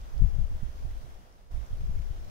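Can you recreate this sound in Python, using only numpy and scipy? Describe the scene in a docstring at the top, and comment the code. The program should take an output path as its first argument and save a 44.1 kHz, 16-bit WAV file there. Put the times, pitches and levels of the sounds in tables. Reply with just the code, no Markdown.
"""Gusty wind at a pine wood

Gusty wind buffets the two ports of a microphone at the edge of a young pine wood. Each port has its own
noise: a deep rumble, a flutter that grows faster than the flow, and thumps where tight eddies hit it.
Behind it a breeze hisses in the trees (drifting noise), needles rustle to the right (grainy noise) and a few
faint dry ticks sound (tiny noise bursts). Midway the whole level sinks, then snaps back."""
import sys
import numpy as np
from scipy import signal
from scipy.fft import rfft, irfft, next_fast_len
from scipy.io import wavfile
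from scipy.ndimage import uniform_filter1d, map_coordinates

SR = 44100
rng = np.random.default_rng(int(sys.argv[2]) if len(sys.argv) > 2 else 0)


def inscribe(sig):
    """Save sig as 16-bit PCM at rate SR to the path in sys.argv[1].

    A 1-D sig is mono; a 2-D sig holds one channel per row.
    Samples are clipped to [-1, 1] before scaling.
    """
    pcm = np.round(np.clip(np.atleast_2d(sig).T, -1, 1) * 32767)
    wavfile.write(sys.argv[1], SR, pcm.astype(np.int16))


N = 101429

# strength of the wind on each port: time_s, flow_db
LEFT_FLOW = [(0.0, -38.5), (0.18, -48.5), (0.21, -12), (0.24, -14), (0.31, -31.5), (0.33, -25.5),
             (0.42, -20.5), (0.49, -33), (0.55, -26.8), (0.61, -45), (0.73, -43.5), (0.79, -35),
             (0.85, -39.4), (0.99, -33.5), (1.02, -52.5), (1.16, -39.5), (1.23, -55), (1.5, -46.5),
             (1.54, -37), (1.62, -52), (1.68, -48), (1.71, -35), (1.98, -25), (2.02, -31), (2.11, -31),
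             (2.17, -39), (2.2, -36.5), (2.3, -40.5)]
RIGHT_FLOW = [(0.0, -36.5), (0.07, -45.5), (0.12, -41), (0.15, -25.5), (0.39, -47.5), (0.43, -32),
              (0.46, -39.5), (0.54, -28.5), (0.57, -43), (0.64, -26), (0.79, -48.5), (0.85, -28),
              (1.0, -44.5), (1.05, -37), (1.11, -48.9), (1.35, -52), (1.5, -41.5), (1.54, -27.0),
              (1.63, -31.5), (1.68, -56.5), (1.72, -26.5), (1.78, -42.5), (1.84, -28), (1.87, -38.5),
              (1.95, -29.5), (2.02, -42), (2.17, -38.5), (2.3, -46.5)]

# colour of the slow and the fast turbulence at the ports: frequency_hz, relative_db_per_hz
RUMBLE_COLOUR = [(6, -5.5), (25, 2.5), (58, -3), (76, -12.5), (105, -19), (160, -59), (300, -62),
                 (600, -110)]
FLUTTER_COLOUR = [(40, -17), (75, -11), (100, 0.5), (130, -4), (165, -7.5), (220, -19.5), (320, -29.5),
                  (700, -65), (2000, -110)]
RUMBLE_DB, FLUTTER_DB = 1.5, -21.5  # added to the flow level
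FLUTTER_GROWTH = 1.42  # dB of flutter for each dB of flow
USUAL_FLOW_DB = -30.5  # the flow level that growth is counted from

# colour of the breeze in the trees: frequency_hz, relative_db_per_hz
TREES_COLOUR = [(30, 8), (120, 6.5), (250, 1), (400, 1), (520, 1.5), (660, 3.5), (850, -1), (1250, -3),
                (1900, -8.5), (2600, -13), (3300, -11.5), (4300, -15.5), (5300, -13), (6400, -15),
                (7400, -20.5), (9500, -20.5), (11500, -21.5), (15500, -22)]
# how alike the two ports hear the trees: frequency_hz, coherence (1 same, 0 unrelated, -1 opposite)
TREES_ALIKE = [(60, 1), (270, 0.9), (450, 0.48), (740, -0.2), (1220, -0.63), (2000, -0.072), (2600, 0.24),
               (3500, 0.028), (15000, -0.068)]
# which side the trees lean to: frequency_hz, left_minus_right_db
TREES_LEAN = [(300, 0), (1200, 0), (2400, -1), (3500, 3.5), (6000, 1.8), (8000, .6), (15000, .6)]
TREES_DB = -54.5

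# colour of needles and twigs rustling close by, to the right: frequency_hz, relative_db_per_hz
NEEDLES_COLOUR = [(700, -4), (1800, -5.5), (3300, -13), (6200, -14.5), (7500, -27), (15000, -23)]
NEEDLES_DB, NEEDLES_ROUGH_DB = -68.5, 5  # loudness, and size of its random swings
NEEDLES_LAG_S = 0.00041  # the left port hears them this much later

# dry twig ticks: start_s, level_db, pitch_hz
TICKS = [(.014, -55, 5340), (0.058, -61, 5170), (0.179, -51.5, 5240), (1.326, -54, 5600),
         (1.664, -54.5, 6100), (1.728, -56, 3340), (1.783, -59, 4450)]
TICK_T60_S = 0.01  # time to fall by 60 dB
TICK_WIDTH_OCTAVES = 0.29

# tight eddies that hit one port: centre_s, peak_db, centre_hz, channel (0 left, 1 right)
EDDIES = [(0.168, -31, 93.5, 1), (0.21, -26.5, 91, 1), (0.224, -12.5, 110.7, 0), (0.251, -23.5, 104, 0),
          (0.361, -26, 78.6, 0), (.39, -20, 94.5, 0), (0.633, -24.5, 126, 1), (0.852, -28.5, 99, 1),
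          (1.046, -34.5, 87, 1), (1.734, -25, 80, 1), (1.841, -32, 104, 0), (1.895, -25, 119.6, 0),
          (2.003, -27, 97, 0), (2.108, -26, 71, 0)]
EDDY_STEEPNESS = 7.34  # higher = more cycles and a faster fall of the upper frequencies

DIP_START_S, DIP_END_S, DIP_RETURN_S = 1.034, 1.505, 0.009
DIP_DB = -8.5  # at its deepest
DIP_BEND = 1.06  # above 1 the level sinks slowly at first, then faster
TOP_HZ = 15750


def amp(db):
    """Turn decibels into gain."""
    return 10 ** (np.asarray(db) / 20)


def unit(x):
    """Scale to an rms (average strength) of 1."""
    return x / np.sqrt(np.mean(x ** 2) + 1e-20)


def along(points, hz):
    """Read a (frequency, value) table at any frequency, on a log axis."""
    f, value = np.transpose(points)
    return np.interp(np.log(hz + 1), np.log(f + 1), value)


def seconds():
    """Give the time of every sample."""
    return np.arange(N) / SR


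def wobble(rate):
    """Draw a smooth curve through random points, rate points a second."""
    points = rng.standard_normal(4096)
    return map_coordinates(points, [seconds() * rate], mode="wrap")


def filtered(x, response):
    """Multiply the spectrum of x by a response that depends on frequency."""
    size = next_fast_len(N + SR // 2)  # spare room so that the end does not wrap onto the start
    hz = np.fft.rfftfreq(size, 1 / SR)
    return irfft(rfft(x, size) * response(hz), size)[..., :N]


def noise(colour):
    """Make noise of rms 1 with the given colour."""
    return unit(filtered(rng.standard_normal(N), lambda hz: amp(along(colour, hz))))


def turbulence(colour, size):
    """Make noise of even strength over size samples, so that the flow alone sets its swells."""
    x = noise(colour)
    power = uniform_filter1d(uniform_filter1d(x ** 2, size), size)
    return unit(x / np.sqrt(np.abs(power) + 1e-3))


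def port(flow):
    """Wind on one port: a deep rumble, and a flutter that grows faster than the flow."""
    flow_db = uniform_filter1d(np.interp(seconds(), *np.transpose(flow)), size=600)
    flutter_db = USUAL_FLOW_DB + FLUTTER_GROWTH * (flow_db - USUAL_FLOW_DB)
    rumble = amp(flow_db + RUMBLE_DB) * turbulence(RUMBLE_COLOUR, size=1300)
    flutter = amp(flutter_db + FLUTTER_DB) * turbulence(FLUTTER_COLOUR, size=1200)
    return rumble + flutter


def trees(patchy_db=0.86, sway_db=0.23):
    """The wide, soft hiss of the wood: noise whose strength drifts in patches of time and pitch."""
    grid = signal.stft(rng.standard_normal((2, N)), nperseg=512)[2]
    patches = rng.standard_normal(grid.shape[1:])
    patches = uniform_filter1d(patches, size=8, axis=0)  # smooth across pitch
    patches = uniform_filter1d(patches, size=12, axis=1)  # smooth across time
    pair = signal.istft(grid * amp(patchy_db * unit(patches)), nperseg=512)[1][:, :N]

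    def mid_and_side(hz):
        """Share the colour between what the ports have in common and what sets them apart."""
        turn = np.arccos(np.clip(along(TREES_ALIKE, hz), -1, 1)) / 2
        return amp(along(TREES_COLOUR, hz)) * [np.cos(turn), np.sin(turn)]

    mid, side = filtered(pair, mid_and_side)
    left_right = np.array([mid + side, mid - side])
    hiss = filtered(left_right, lambda hz: amp(np.outer([0.5, -0.5], along(TREES_LEAN, hz))))
    return amp(TREES_DB + sway_db * wobble(12.15)) * unit(hiss)


def needles():
    """A grainy rustle that reaches the right port first."""
    rustle = unit(noise(NEEDLES_COLOUR) * amp(NEEDLES_ROUGH_DB * wobble(170)))
    # half the lag delays the left port, the other half advances the right one
    shift = lambda hz: np.exp(1j * np.pi * NEEDLES_LAG_S * np.outer([-1, 1], hz))
    return amp(NEEDLES_DB) * filtered(rustle, shift)


def ticks():
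    """Dry twig ticks: tiny bursts of narrow noise that die at once."""
    out = np.zeros((2, N))
    for start_s, level_db, pitch_hz in TICKS:
        t = seconds() - start_s
        octaves_off = lambda hz: np.log2((hz + 1) / pitch_hz)
        bell = lambda hz: np.exp(-0.5 * (octaves_off(hz) / TICK_WIDTH_OCTAVES) ** 2)
        band = unit(filtered(rng.standard_normal((2, N)), bell))
        fade = (t >= 0) * np.exp(-np.log(1000) * np.abs(t) / TICK_T60_S)
        out += amp(level_db) * band * fade
    return out


def eddies():
    """Each eddy is a quick push and pull of pressure on one port, sharpest as its core passes."""
    out = np.zeros((2, N))
    turns = rng.random(len(EDDIES))  # where in its push and pull each eddy is at its centre
    for (centre_s, peak_db, centre_hz, channel), turn in zip(EDDIES, turns):
        passage = 2 * np.pi * centre_hz * (seconds() - centre_s) / EDDY_STEEPNESS
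        swirl = np.exp(2j * np.pi * turn) / (1 - 1j * passage) ** (EDDY_STEEPNESS + 1)
        out[int(round(channel))] += amp(peak_db) * np.real(swirl)
    return out


def scene():
    """Wind on both ports over the sound of the wood."""
    wind = np.array([port(LEFT_FLOW), port(RIGHT_FLOW)])
    return wind + trees() + needles() + ticks() + eddies()


def record(dry):
    """The level sinks slowly and snaps back; nothing is kept above the band limit."""
    corners_s = [DIP_START_S, DIP_END_S, DIP_END_S + DIP_RETURN_S]
    depth = np.interp(seconds(), corners_s, [0, 1, 0])
    dipped = dry * amp(DIP_DB * depth ** DIP_BEND)
    return filtered(dipped, lambda hz: hz < TOP_HZ)


dry = scene()
out = record(dry)
inscribe(out)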